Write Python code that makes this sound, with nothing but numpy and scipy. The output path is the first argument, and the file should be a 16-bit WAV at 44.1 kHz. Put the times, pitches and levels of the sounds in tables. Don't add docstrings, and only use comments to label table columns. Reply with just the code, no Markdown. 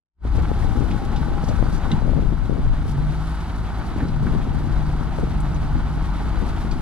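import sys
import numpy as np
from scipy import signal
from scipy.fft import rfft, irfft, next_fast_len
from scipy.io import wavfile
from scipy.ndimage import uniform_filter1d

SR = 44100
rng = np.random.default_rng(int(sys.argv[2]) if len(sys.argv) > 2 else 0)


def pcm_store(signal):
    levels = np.round(np.clip(np.atleast_2d(signal), -1, 1) * 32767)
    wavfile.write(sys.argv[1], SR, levels.astype(np.int16).T)


N = 300321
TIME = np.arange(N) / SR


def from_db(db):
    return 10 ** (np.asarray(db) / 20)


def unit_rms(x):
    return x / np.sqrt(np.mean(x ** 2) + 1e-20)


def in_time(rows):
    times, *columns = np.transpose(rows)
    return [np.interp(TIME, times, column) for column in columns]


def at_hz(points, hz):
    freqs, values = np.transpose(points)
    return np.interp(np.log(hz + 1e-3), np.log(freqs), values)


def swell(middle_s, length_s):
    return .5 ** ((2 * (TIME - middle_s) / length_s) ** 2)


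def drift(rate_hz):
    r = np.exp(-80 * np.pi * rate_hz / SR)
    slow = signal.lfilter([1], [1, -2 * r, r * r], rng.standard_normal(N // 40 + 2002))[2000:]
    return np.interp(np.arange(N) / 40, np.arange(len(slow)), unit_rms(slow))


def noise(spectrum, likeness):
    size = next_fast_len(N, True)
    hz = np.arange(size // 2 + 1) * SR / size
    mid, side = rfft(rng.standard_normal((2, size)))
    alike = np.clip(at_hz(likeness, hz), 0, 1)
    skirts = np.minimum(hz / spectrum[0][0], 1) ** 2 / np.maximum(hz / spectrum[-1][0], 1) ** 2
    pair = np.sqrt(1 + alike) * mid + np.sqrt(1 - alike) * side * [[1], [-1]]
    return unit_rms(irfft(pair * from_db(at_hz(spectrum, hz)) * skirts, size)[:, :N])


def resonate(x, hz, width_hz):
    r = np.exp(-np.pi * width_hz / SR)
    poles = [1, -2 * r * np.cos(2 * np.pi * hz / SR), r * r]
    return signal.lfilter(np.array([1, 0, -1]) * (1 - r * r) / 2, poles, x + 1e-18)


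def pan(left_db):
    gains = from_db(np.atleast_1d(left_db) * np.array([[.5], [-.5]]))
    return gains / gains.mean(axis=0)


def add_at(out, start_s, sound):
    start = round(start_s * SR)
    out[start:start + len(sound)] += sound[:N - start]


def struck(blows, modes, contact_s):
    out = np.zeros(N)
    age = np.arange(SR // 4) / SR
    attack = 1 - np.exp(-age / contact_s)
    for start_s, level_db, pitch_ratio, decay_ratio in blows:
        ring = 0
        for hz, mode_db, decay_s in modes:
            fall = np.exp(-age / (decay_s * decay_ratio))
            ring += from_db(mode_db) * np.sin(2 * np.pi * hz * pitch_ratio * age) * fall
        add_at(out, start_s, from_db(level_db) * ring * attack)
    return out


# time_s, pitch_hz
ENGINE_SPEED = [(.4, 59.1), (1.4, 53.3), (1.8, 55.03), (2.55, 46), (2.88, 47.64), (3.02, 49.1),
                (3.16, 52.02), (3.4, 53.96), (3.75, 55.88), (4.0, 52.52), (4.15, 49), (4.5, 47),
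                (4.75, 50.14), (5.0, 50.4), (5.28, 51.85), (5.5, 49.3), (5.66, 48.25), (5.85, 50.92),
                (6.3, 53.02), (6.81, 54.6)]


def engine_speed():
    speed_hz, = in_time(ENGINE_SPEED)
    return speed_hz, np.cumsum(speed_hz) / SR


EXHAUST_HARMONICS = [-31.5, -47.5, -41, -49, -50.5, -50.5, -55]
# time_s, extra_db
EXHAUST_THROB = [(.45, 8), (1.1, -0.5), (2.4, -3.5), (3.0, 3), (3.7, 0.5), (4.3, -1), (5.0, 2), (5.75, 4),
                 (6.2, 3), (6.81, -3)]
# middle_s, length_s, extra_db
ENGINE_LABOURS = [(3.01, 0.43, 12), (4.201, 0.25, 11), (4.475, 0.18, 9), (4.852, 0.39, 9.5),
                  (5.492, 0.45, 9), (5.9, .2, 6)]


def exhaust(speed_hz, cycles, pipe_hz=147.7, pipe_width_hz=26, puff_width_hz=51):
    boost_db = 0.5 + sum(db * swell(middle_s, length_s) for middle_s, length_s, db in ENGINE_LABOURS)
    throb_db, = in_time(EXHAUST_THROB)
    drone = 0
    for k, level_db in enumerate(EXHAUST_HARMONICS, 1):
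        boom_db = boost_db / (1 + (2 * (k * speed_hz - pipe_hz) / pipe_width_hz) ** 2)
        phase = 2 * np.pi * k * cycles + 0.85 * drift(15) / k
        gain = from_db(level_db + throb_db * (k == 1) + boom_db + 0.07 * drift(11.5))
        drone += gain * np.sqrt(2) * np.sin(phase)
    lope = 1 + 0.22 * np.sin(2 * np.pi * cycles / 3 + drift(13.5))
    puffs = rng.standard_normal(N) * (1 + np.cos(2 * np.pi * cycles))
    pipe = unit_rms(resonate(resonate(puffs, pipe_hz, puff_width_hz), pipe_hz, puff_width_hz))
    approach = from_db(0.3047 * TIME)
    return (drone * lope + from_db(boost_db - 50.5) * pipe) * approach * pan(0.46)


# time_s, level_db
MACHINE_LEVEL = [(.27, -43), (.38, -38), (1.3, -38), (1.96, -36), (2.1, -41.5), (2.8, -41), (3.3, -38.5),
                 (4.0, -37.5), (4.18, -41), (4.32, -37.5), (4.48, -39.5), (4.8, -38), (5.3, -39),
                 (5.7, -38), (6.5, -37), (6.81, -39.5)]
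# frequency_hz, likeness_ratio
MACHINE_LIKENESS = [(100, 1), (1000, 0.82), (2000, 0.32), (4000, 1), (8000, 0.1), (13000, 0.02)]
# pitch_hz, width_hz, level_db
BODY_MODES = [(780, 38, 0.5), (883, 143, 0.5), (1175, 164, -2), (1306, 71, 1.5), (1492, 105, -2.5),
              (1890, 140, -13.5), (2212, 76, -13.5), (3160, 65, -33), (4000, 26, -12.5), (4690, 45, -15.5)]
# frequency_hz, density_db
ROAR_SPECTRUM = [(70, 12.5), (120, 10), (190, 6.5), (275, 3.5), (360, -3), (490, -8), (720, 2.5),
                 (950, -2.5), (1530, -9.5), (1750, -9), (2500, -15), (3700, -17), (5200, -27),
                 (8000, -32.5)]


def clatter(cycles, rattles_per_s=340, spread_db=4):
    machine_db, = in_time(MACHINE_LEVEL)
    firing = 1 + 0.049 * np.cos(2 * np.pi * 2 * cycles)
    knock = rng.standard_normal(N) * firing * from_db(0.63 * drift(27))
    sizes = from_db(spread_db * np.minimum(rng.exponential(1, N), 4)) * rng.choice([-1, 1], N)
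    links = unit_rms(sizes * (rng.random(N) < rattles_per_s / SR))
    drive = knock + from_db(-3) * links
    body = unit_rms(sum((-1) ** k * from_db(db) * resonate(drive, hz, width_hz)
                        for k, (hz, width_hz, db) in enumerate(BODY_MODES)))
    roar = noise(ROAR_SPECTRUM, MACHINE_LIKENESS) * firing * from_db(1.7 * drift(27))
    return from_db(machine_db) * (from_db(-4) * body + from_db(1.5) * roar) * pan(0.061)


# frequency_hz, density_db
SAND_SPECTRUM = [(1500, -26), (3000, 10.5), (4600, 9.5), (6000, 6), (7500, 3), (10000, 3), (12000, 0),
                 (13500, -17)]
# middle_s, length_s, extra_db
SAND_SPILLS = [(.72, 0.39, 3), (1.497, 0.18, 3), (1.75, 0.059, 5.5), (2.906, 0.094, 6.5),
               (3.202, 0.36, 3.5), (5.19, 0.075, 5.5), (6.482, 0.14, 1)]


def sand(pebbles_per_s=80, tick_decay_s=0.0061):
    machine_db, = in_time(MACHINE_LEVEL)
    spill_db = sum(db * swell(middle_s, length_s) for middle_s, length_s, db in SAND_SPILLS)
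    pebbles = (rng.random(N) < pebbles_per_s / SR) * rng.random(N) ** 2
    ticks = signal.lfilter([1], [1, -np.exp(-1 / (tick_decay_s * SR))], pebbles + 1e-18)
    flow = from_db(machine_db - 19 + spill_db + 1.4 * drift(22)) * (1 + from_db(-2) * ticks)
    return flow * noise(SAND_SPECTRUM, MACHINE_LIKENESS) * pan(4.3)


# time_s, level_db, left_db
BANK_BREEZE = [(.3, -34, 14), (.55, -29, 6), (1.05, -29, 7.5), (1.5, -26, 7), (2.3, -27.5, 8.5),
               (3.15, -32.5, -3), (3.27, -38, 1), (3.85, -32, 2), (4.6, -26.5, 8), (5.1, -30.5, 4),
               (5.7, -30, 3), (6.0, -31.5, 4), (6.81, -30.5, 7.5)]
# middle_s, length_s, rumble_db, flutter_db, left_db
BANK_GUSTS = [(0.39, 0.072, -20.5, -27.5, 16), (0.491, 0.062, -31, -27, 19), (0.657, 0.11, -21, -31, 9),
              (0.778, 0.096, -30, -27, 29), (0.916, 0.092, -44, -27, 7), (1.49, 0.55, -42, -32.5, 20),
              (1.95, 0.1, -25, -30, 7), (2.136, 0.19, -18, -27, 13.5), (2.543, 0.091, -30, -29, 25),
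              (2.691, 0.077, -17, -47, 4), (3.074, 0.24, -26, -49, 19), (4.055, .11, -36, -27.5, 4),
              (4.316, 0.15, -26.5, -26, 9), (5.21, 0.08, -29, -32.5, 19), (5.754, 0.062, -23, -41, -3),
              (6.39, 0.14, -24.5, -31.5, 18), (6.723, 0.22, -44, -36, -4)]


def airflow():
    breeze_db, left_db = in_time(BANK_BREEZE)
    breeze = from_db(breeze_db + 0.33 * drift(7.9)) * pan(left_db)
    rumble_power = (breeze * from_db(4.5)) ** 2
    flutter_power = (breeze * from_db(-3.5)) ** 2
    for middle_s, length_s, rumble_db, flutter_db, gust_left_db in BANK_GUSTS:
        gust_power = swell(middle_s, length_s) * (from_db(-0.5) * pan(gust_left_db)) ** 2
        rumble_power += gust_power * from_db(rumble_db) ** 2
        flutter_power += gust_power * from_db(flutter_db) ** 2
    return np.sqrt(rumble_power), np.sqrt(flutter_power)


# frequency_hz, density_db
RUMBLE_SPECTRUM = [(14, 1.5), (24, 4.5), (40, 4), (65, -2.5), (100, -7.5), (170, -12), (400, -55)]
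# frequency_hz, density_db
FLUTTER_SPECTRUM = [(40, -57), (70, 2.5), (120, 5), (200, 2), (280, -1.5), (400, -12), (600, -25),
                    (1000, -37), (2500, -56)]


def wind(rumble_gain, flutter_gain, lumpy_db=3):
    rumble = rumble_gain * noise(RUMBLE_SPECTRUM, likeness=[(30, 0.28), (200, 0.38)])
    eddies = noise(FLUTTER_SPECTRUM, likeness=[(60, 0.55), (500, 0.5)])
    eddies += 0.19 * (eddies ** 2 - 1)
    lumps = from_db(lumpy_db * np.array([drift(26), drift(31)]))
    flutter = flutter_gain * unit_rms(eddies * lumps)
    burr = noise([(300, -3), (450, 3), (620, 0.5), (900, -15.5)], likeness=[(300, 0.11), (900, 0.093)])
    burr_gain = from_db(-19) * flutter_gain * unit_rms(flutter_gain) ** 0.37
    return rumble + flutter + burr_gain * unit_rms(burr * lumps ** 2)


def pressure_swing(hits, hz, width_hz):
    r, w = np.exp(-np.pi * width_hz / SR), 2 * np.pi * hz / SR
    return signal.lfilter([0, np.sin(w)], [1, -2 * r * np.cos(w), r * r], hits + 1e-18)


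# start_s, level_db, pitch_hz, width_hz
PORT_SLAPS = [(0.251, -25, 409, 298), (0.383, -25.5, 540, 320), (0.411, -32, 520, 450),
              (0.515, -16, 395, 280), (0.645, -22.5, 430, 380), (0.773, -33, 390, 360),
              (1.019, -24.5, 323, 200), (1.283, -24, 437, 320), (1.437, -22.5, 423, 260),
              (1.49, -23, 485, 222), (1.513, -27, 517, 220), (1.591, -26, 477, 200),
              (1.626, -15.5, 570, 500), (1.657, -25, 440, 400), (1.863, -23.5, 420, 380),
              (2.021, -19, 460, 480), (2.079, -21.5, 478, 250), (2.093, -25, 553, 202),
              (2.133, -26.5, 570, 150), (2.176, -35, 336, 168.3), (2.224, -20, 270, 202),
              (2.305, -27, 452, 330), (2.496, -25, 416, 359), (2.507, -25, 356, 170),
              (2.528, -20.5, 273, 149.4), (2.561, -31, 527, 190), (2.579, -30.5, 394, 60),
              (2.662, -28, 394, 330), (2.855, -28, 419.6, 277), (4.336, -25, 261, 130),
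              (4.351, -21.5, 450, 400), (5.186, -15.5, 560, 623.6), (5.195, -23, 340, 200),
              (5.232, -28, 360, 260.2), (5.272, -26.5, 380, 300)]


def wind_slaps(flutter_gain, eddies_per_s=2.5):
    small_eddies = (rng.random(N) < eddies_per_s / SR) * flutter_gain[0] * from_db(-2)
    pops = pressure_swing(small_eddies, hz=391, width_hz=300)
    hit = signal.unit_impulse(SR // 10)
    for start_s, level_db, pitch_hz, width_hz in PORT_SLAPS:
        add_at(pops, start_s, from_db(level_db + 6.5) * pressure_swing(hit, pitch_hz, width_hz))
    band = signal.butter(2, [110, 1250], "band", fs=SR, output="sos")
    return signal.sosfilt(band, pops) * pan(37)


# middle_s, length_s, level_db, pitch_hz
ROLLER_SQUEALS = [(.38, 0.089, -41, 845), (0.534, 0.11, -39, 838), (.7, 0.18, -41, 800),
                  (0.986, 0.18, -39, 822), (1.17, .08, -39, 830), (1.367, 0.32, -40.5, 804),
                  (1.92, 0.25, -44, 835)]


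def track_squeal(waver=0.0212, flicker_db=1):
    cycles_per_hz = np.cumsum(1 + waver * drift(17.3)) / SR
    spells = sum(swell(middle_s, length_s) * from_db(db) * np.sin(2 * np.pi * hz * cycles_per_hz)
                 for middle_s, length_s, db, hz in ROLLER_SQUEALS)
    return spells * from_db(flicker_db * drift(29))


# start_s, level_db, centre_hz, width_hz, decay_s
STONE_CRUNCHES = [(0.621, -37, 1890, 200.3, 0.013), (.909, -35.5, 2330, 2820, 0.018),
                  (1.16, -35.5, 3080, 3160, 0.022), (1.439, -37.5, 4600, 6000, 0.011),
                  (1.485, -35, 3750, 4970, 0.014), (1.725, -44.5, 4500, 4000, .012),
                  (1.742, -43, 5300, 4000, 0.014), (1.778, -43, 5000, 4000, .009),
                  (1.916, -35, 5000, 5000, .006), (4.003, -27.5, 1550, 600, 0.012),
                  (4.082, -41.5, 4000, 2412, 0.012), (4.268, -25, 1474, 550, 0.006),
                  (5.403, -35, 8240, 2500, 0.0066), (5.544, -43, 6090, 400.5, 0.0097),
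                  (6.711, -38, 4300, 5476, 0.011), (6.723, -44, 5700, 2490, .004)]


def crunches():
    out = np.zeros(N)
    age = np.arange(SR // 5) / SR
    for start_s, level_db, hz, width_hz, decay_s in STONE_CRUNCHES:
        grit, sizes = rng.standard_normal((2, len(age)))
        crack_db = np.clip(unit_rms(uniform_filter1d(sizes, size=50)), -2, 2)
        cracks = resonate(resonate(grit * from_db(crack_db), hz, width_hz), hz, width_hz)
        envelope = np.exp(-age / decay_s) * (1 - np.exp(-age * hz))
        burst = unit_rms(cracks * envelope) * np.sqrt(np.mean(envelope ** 2))
        add_at(out, start_s, from_db(level_db - 4.5) * burst)
    return out


# pitch_hz, level_db, decay_s
BLADE_RING = [(161.2, -4, 0.0157), (250.3, 4.5, 0.0098), (310.7, 0, 0.0098), (407, -12, 0.0025)]
# start_s, level_db, pitch_ratio, decay_ratio
EARTH_THUDS = [(.906, -22, 0.9, 1.3), (1.921, -20.5, 0.958, 0.89), (1.928, -18.5, 0.633, 2.2),
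               (3.961, -18, 0.94, 0.66), (4.007, -21, .9, 1.2), (4.021, -26.5, 1.1, 1.9),
               (4.266, -21.5, 0.93, 0.9), (5.754, -22.5, .95, 1.46), (6.757, -25.5, 1, 1.04)]


def blade_thuds():
    return struck(EARTH_THUDS, BLADE_RING, contact_s=0.0025)


# pitch_hz, level_db, decay_s
SHOE_RING = [(2050, 0, 0.0085), (2810, -4, 0.014), (3050, -9, 0.023), (3470, 2.5, 0.0091),
             (3790, 5, 0.0043), (3820, 3, 0.0065), (3960, -2.5, 0.017), (4700, -12, .009),
             (5800, -20, .005), (6700, -20, .007), (7600, -17, .005)]
# start_s, level_db, pitch_ratio, decay_ratio
STONE_CLINKS = [(1.9155, -31.5, 1, 0.66), (6.712, -45, 1.19, 1.06)]


def shoe_clinks():
    return struck(STONE_CLINKS, SHOE_RING, contact_s=0.00052)


def scene(left_lag_s=5.2e-5):
    speed_hz, cycles = engine_speed()
    engine = clatter(cycles) + exhaust(speed_hz, cycles)
    tracks = track_squeal() + crunches() + shoe_clinks()
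    blade = sand() + blade_thuds()
    left, right = engine + tracks + blade
    machine = np.array([np.interp(TIME - left_lag_s, TIME, left), right])
    rumble_gain, flutter_gain = airflow()
    return machine + wind(rumble_gain, flutter_gain) + wind_slaps(flutter_gain)


def record(dry, low_cut_hz=15, high_cut_hz=13400, gain_db=1.5):
    fade_db = np.interp(TIME, [0.12, 0.25], [-76.5, 0])
    low_cut = signal.butter(2, low_cut_hz, "high", fs=SR, output="sos")
    high_cut = signal.ellip(10, .2, 80, high_cut_hz, fs=SR, output="sos")
    heard = signal.sosfilt(low_cut, dry) * from_db(gain_db + fade_db)
    return signal.sosfilt(high_cut, heard)


dry = scene()
out = record(dry)
pcm_store(out)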